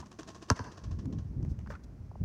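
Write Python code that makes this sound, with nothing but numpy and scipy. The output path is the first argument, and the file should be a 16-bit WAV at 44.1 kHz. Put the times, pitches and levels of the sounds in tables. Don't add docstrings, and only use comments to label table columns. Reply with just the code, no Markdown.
import sys
import numpy as np
from scipy import signal
from scipy.fft import rfft, irfft
from scipy.io import wavfile
from scipy.ndimage import uniform_filter1d

SR = 44100
rng = np.random.default_rng(int(sys.argv[2]) if len(sys.argv) > 2 else 0)


def store_pcm(level_fs):
    pcm = np.round(np.clip(level_fs, -1, 1) * 32767).astype(np.int16)
    wavfile.write(sys.argv[1], SR, np.atleast_2d(pcm).T)


N = 99048
T = np.arange(N) / SR
BOUNCE_S = 0.5014

# time in seconds, rumble level in dB, flutter level in dB.
WIND_LEVELS = [(.03, -55, -57), (.09, -58.5, -54.5), (.81, -51.5, -60), (0.844, -38, -55.5),
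               (0.941, -38, -46.5), (1.01, -39, -49), (1.138, -39, -37), (1.23, -40.5, -59.5),
               (1.39, -35.5, -42.5), (1.491, -39, -46.5), (1.62, -41.5, -55), (1.861, -50.5, -53.5),
               (2.03, -44, -57.5), (2.169, -45.5, -63.5), (2.223, -33, -42)]
# frequency in Hz, level in dB.
RUMBLE_SPECTRUM = [(22, -28.5), (36, -6.5), (55, 6), (110, 3.5), (230, -12.5), (400, -62), (4000, -110)]
FLUTTER_SPECTRUM = [(100, -9.5), (180, 0.5), (260, -2.5), (400, -14.5), (900, -40.5), (2000, -73.5),
                    (12000, -76)]
HUSH_SPECTRUM = [(240, -11.5), (400, -1), (801, -9), (2250, -21), (3500, -29), (5870, -24), (7750, -33.5),
                 (15000, -40.5)]
# middle in seconds, level in dB, frequency in Hz.
EDDIES = [(0.917, -31.5, 129), (0.945, -27, 82.5), (1.132, -29, 232), (1.177, -29, 143), (1.26, -28, 117),
          (1.393, -29.5, 112), (1.484, -25.5, 130), (2.218, -29.5, 121)]

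# delay in seconds, level in dB, scatter level in dB.
WALL_ECHOES = [(.091, -14, -22), (0.146, -28.5, -27.5), (.16, -32, -24)]
# frequency in Hz, level in dB.
WALL_SPECTRUM = [(560, 0.5), (780, -0.5), (980, 4), (1350, -10), (1560, 0), (3000, -2.5), (15000, -20.5)]
REVERB_SPECTRUM = [(60, -23), (600, 2.5), (1400, -3), (3500, -1), (6000, -5.5), (14000, -1.5)]

# start in seconds, level in dB.
TICK_HITS = [(0.232, -46.5), (1.056, -47.5), (1.428, -51.5)]
PLOP_HITS = [(2.113, -45.5), (2.154, -43)]
# start in seconds, level in dB, centre in Hz.
KNOCK_HITS = [(0.026, -46.5, 1070), (0.191, -42, 392), (1.701, -46, 568)]
# frequency in Hz, level in dB.
TICK_SPECTRUM = [(1100, 10.5), (2200, -14), (6500, -2), (9000, -24), (15000, -34)]

# middle in seconds, level in dB, width in seconds.
SOLE_SLIDES = [(1.509, -67.5, 0.012), (1.712, -64, 0.012), (1.842, -65, .005)]
# start in seconds, level in dB, rise in seconds.
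SHOE_SCUFFS = [(1.448, -56, 0.0013), (1.588, -54.5, 0.0019), (1.697, -51.5, 0.0046)]
# start in seconds, level in dB, 60 dB decay in seconds.
HAND_SLAPS = [(1.662, -49, 0.015), (1.672, -42, 0.022), (1.703, -44, 0.083), (1.720, -48, 0.1),
              (1.738, -50.5, 0.066), (1.752, -44, 0.04)]
# frequency in Hz, level in dB.
SAND_SPECTRUM = [(5700, 6), (9000, -10.5), (15000, -17.5)]
SHOE_SPECTRUM = [(200, 20.5), (600, 13.5), (2200, 1), (4000, -14), (6000, -4.5), (9000, -23), (15000, -26)]
PALM_SPECTRUM = [(150, 7.5), (550, -11), (950, 0), (1450, 6), (2100, -8.5), (3000, -20.5), (6000, -23.5),
                 (15000, -55)]

# start in seconds, level in dB, rise in seconds.
RIM_KNOCKS = [(.0, -48.5, 0.0013), (0.054, -56, 0.005), (0.113, -51, 0.0035), (0.185, -44.5, 0.0093),
              (0.267, -45.5, 0.022), (0.345, -46.5, 0.0042), (0.417, -47.5, 0.0093), (0.481, -49.5, 0.008),
              (.557, -46.5, 0.0064), (0.638, -50.5, 0.0032), (0.711, -51.5, 0.0094), (0.771, -50, 0.0068),
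              (.835, -51, 0.0054), (0.908, -51.5, 0.007), (0.986, -53, 0.0058), (1.124, -53.5, .003),
              (1.182, -53.5, 0.0018)]
# frequency in Hz, level in dB.
RIM_SPECTRUM = [(150, -14.5), (330, 15), (520, -2.5), (660, 9), (820, -1), (1080, 6.5), (1300, -3),
                (1750, 0), (2150, -11), (2650, -5.5), (4300, -8), (6000, -3.5), (8000, -16.5), (15000, -44)]
HOOP_MODES = [1063, 1072, 1112]

# delay in seconds, level in dB, rise and 60 dB decay in seconds.
GRIT_BURSTS = [(0, -20.5, 0.00045, 0.015), (.008, -37.5, 0.00408, 0.062)]
# frequency in Hz, level in dB.
CRACK_SPECTRUM = [(150, -39.5), (500, -19), (780, 3.7), (1100, 3), (1650, 5), (2100, -17.5), (2600, -8),
                  (3300, -16), (4700, 1.4), (5300, -4.5), (6100, 4), (7000, -13.5), (9500, -17.5),
                  (15000, -49)]
GRIT_SPECTRUM = [(1250, 13), (2300, -4.5), (3500, -5), (4700, -3.5), (6100, 1), (7300, -11), (15000, -30)]
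# frequency in Hz, level in dB, 60 dB decay in seconds.
BALL_MODES = [(178.4, -27, 0.11), (256.4, -21.5, 0.067), (433, -27, 0.055), (614, -26.5, 0.045),
              (688, -33, 0.067), (903, -24.5, 0.062), (967, -22, 0.053), (1090, -30.5, 0.096),
              (1306, -33, 0.038), (1370, -30.5, 0.096), (1550, -34, 0.043), (1591, -38, 0.089),
              (1656, -32.5, 0.052), (1900, -47.5, 0.021), (2784, -48, 0.0662)]


def amp(db):
    return 10 ** (np.asarray(db) / 20)


def noise(spectrum):
    hz, db = np.array(spectrum, float).T
    f = np.maximum(np.fft.rfftfreq(N, 1 / SR), 1)
    gain = amp(np.interp(np.log(f), np.log(hz), db)) * np.minimum(f / hz[0], 1) ** 2
    x = irfft(gain * np.exp(2j * np.pi * rng.random(len(f))), N)
    return x / x.std()


def click(spectrum, size=2048):
    hz, db = np.array(spectrum, float).T
    f = np.maximum(np.fft.rfftfreq(size, 1 / SR), 1)
    cepstrum = irfft(np.log(amp(np.interp(np.log(f), np.log(hz), db))))
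    cepstrum[1:size // 2] *= 2
    cepstrum[size // 2 + 1:] = 0
    x = irfft(np.exp(rfft(cepstrum)))
    return x / np.sqrt(np.sum(x ** 2))


def burst(start, rise, t60):
    age = T - start
    attack = np.clip(age / max(rise, 1 / SR), 0, 1)
    return attack * np.exp(-np.log(1000) * np.maximum(age - rise, 0) / t60)


def swell(middle, width):
    return np.exp(-((T - middle) / width) ** 2 / 2)


def glide(hz):
    return np.sin(2 * np.pi * np.cumsum(hz) / SR)


def wander(rate_hz):
    step = max(int(SR / rate_hz), 1)
    x = uniform_filter1d(np.repeat(rng.standard_normal(N // step + 1), step), step)[:N]
    return x / x.std()


def flicker(depth_db, rate_hz):
    return amp(depth_db * wander(rate_hz))


def smear(x, tail):
    return signal.fftconvolve(x, tail / np.sqrt(np.sum(tail ** 2)))[:N]


def wind():
    times, rumble_db, flutter_db = np.array(WIND_LEVELS).T
    rumble = noise(RUMBLE_SPECTRUM) * amp(np.interp(T, times, rumble_db))
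    flutter = noise(FLUTTER_SPECTRUM) * amp(np.interp(T, times, flutter_db))
    gusts = (rumble + flutter) * flicker(depth_db=2, rate_hz=49)
    return gusts + amp(-66) * noise(HUSH_SPECTRUM)


def buffets(width_cycles=0.58):
    return sum(amp(db) * swell(t, width_cycles / hz) * np.sin(2 * np.pi * (hz * (T - t) + rng.random()))
               for t, db, hz in EDDIES)


def yard(x):
    wall = click(WALL_SPECTRUM)
    reflected = signal.fftconvolve(x, wall)[:N] / abs(np.sum(wall))
    out = amp(-20.5) * smear(x, noise(REVERB_SPECTRUM) * burst(0, rise=0.079, t60=1))
    for delay, db, scatter_db in WALL_ECHOES:
        out += amp(db) * np.interp(T - delay, T, reflected, left=0)
        scatter = rng.standard_normal(N) * burst(delay, rise=0.0015, t60=0.13)
        out += amp(scatter_db) * smear(reflected, scatter)
    return out


def ribbed_wall(x, delay_s=0.053, start_hz=2230, end_hz=1490, glide_s=0.037):
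    hz = end_hz + (start_hz - end_hz) * np.exp(-np.maximum(T - delay_s, 0) / glide_s)
    zing = glide(hz * (1 + 0.036 * wander(rate_hz=500)))
    return amp(-32) * smear(x, zing * burst(delay_s, rise=0, t60=0.18))


def plops(start_hz=1330, fall_nepers_per_s=150):
    out = np.zeros(N)
    for t, db in PLOP_HITS:
        hz = start_hz * np.exp(-fall_nepers_per_s * np.maximum(T - t, 0)) * (T > t)
        out += amp(db) * burst(t, rise=0.003, t60=0.035) * glide(hz)
    return out


def ticks_and_knocks():
    out = noise(TICK_SPECTRUM) * sum(amp(db) * burst(t, rise=0.000099, t60=0.018) for t, db in TICK_HITS)
    for t, db, hz in KNOCK_HITS:
        spectrum = [(hz * 0.66, -12), (hz, 0), (hz * 1.3, -15), (hz * 3, -36), (hz * 12, -65)]
        out += amp(db) * burst(t, rise=0.0023, t60=0.072) * noise(spectrum)
    return out


def sand():
    slides = sum(amp(db) * swell(t, width) for t, db, width in SOLE_SLIDES)
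    return noise(SAND_SPECTRUM) * flicker(depth_db=1.5, rate_hz=730) * slides


def shoes():
    scuffs = sum(amp(db) * burst(t, rise, t60=0.16) for t, db, rise in SHOE_SCUFFS)
    return noise(SHOE_SPECTRUM) * flicker(depth_db=4.5, rate_hz=830) * scuffs


def catch():
    slaps = sum(amp(db) * burst(t, rise=0.00033, t60=t60) for t, db, t60 in HAND_SLAPS)
    return noise(PALM_SPECTRUM) * slaps


def rim(treble_hz=7600, treble_start_db=4.5, treble_db_per_s=-8.5):
    power = np.zeros(N)
    for t, db, rise in RIM_KNOCKS:
        knock = burst(t, rise, t60=0.091)
        ring = amp(-14) * burst(t, rise, t60=0.53)
        power += amp(db) ** 2 * (knock ** 2 + ring ** 2)
    chatter = np.sqrt(power) * noise(RIM_SPECTRUM) * flicker(depth_db=2.5, rate_hz=700)
    body = signal.sosfiltfilt(signal.butter(4, treble_hz, fs=SR, output="sos"), chatter)
    return body + (chatter - body) * amp(treble_start_db + treble_db_per_s * T)


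def hoop():
    out = np.zeros(N)
    for t, db, rise in RIM_KNOCKS:
        modes = sum(np.sin(2 * np.pi * (hz * T + rng.random())) for hz in HOOP_MODES)
        out += amp(db) * burst(t, rise, t60=0.28) * modes
    return amp(-14.5) * out


def crack(lag_below_hz=3510):
    snap = np.pad(amp(-0.8) * click(CRACK_SPECTRUM), (int(BOUNCE_S * SR), N))[:N]
    warped = np.tan(np.pi * lag_below_hz / SR)
    allpass = (warped - 1) / (warped + 1)
    for _ in range(8):
        snap = signal.lfilter([allpass, 1], [1, allpass], snap)
    crush = sum(amp(db) * burst(BOUNCE_S + delay, rise, t60) for delay, db, rise, t60 in GRIT_BURSTS)
    return snap + noise(GRIT_SPECTRUM) * crush


def bounce(lag_cycles=0.94, rise_cycles=0.58, thump_hz=139.2, sag_nepers_per_s=18.5):
    age = T - BOUNCE_S
    out = crack()
    for hz, db, t60 in BALL_MODES:
        lag = lag_cycles / hz
        envelope = burst(BOUNCE_S + lag, rise_cycles / hz, t60)
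        out += amp(db) * envelope * np.sin(2 * np.pi * hz * (age - lag))
    sagging_hz = thump_hz * np.exp(-sag_nepers_per_s * np.maximum(age, 0)) * (age > 0)
    thump = amp(-18.5) * swell(BOUNCE_S + 0.0197, width=0.0072) * glide(sagging_hz)
    return out + thump


def scene():
    ball = bounce()
    player = shoes() + catch()
    echoes = yard(ball + amp(-7.5) * player) + ribbed_wall(ball)
    court = ball + player + echoes + rim() + hoop() + sand() + ticks_and_knocks() + plops()
    return (court + wind() + buffets())[None]


def record(dry, top_hz=15900, fade_s=0.006):
    fade = np.sin(np.pi / 2 * np.minimum((T[-1] - T) / fade_s, 1)) ** 2
    lowpass = signal.ellip(8, 0.2, 70, top_hz, fs=SR, output="sos")
    return signal.sosfilt(lowpass, dry * fade)


dry = scene()
out = record(dry)
store_pcm(out)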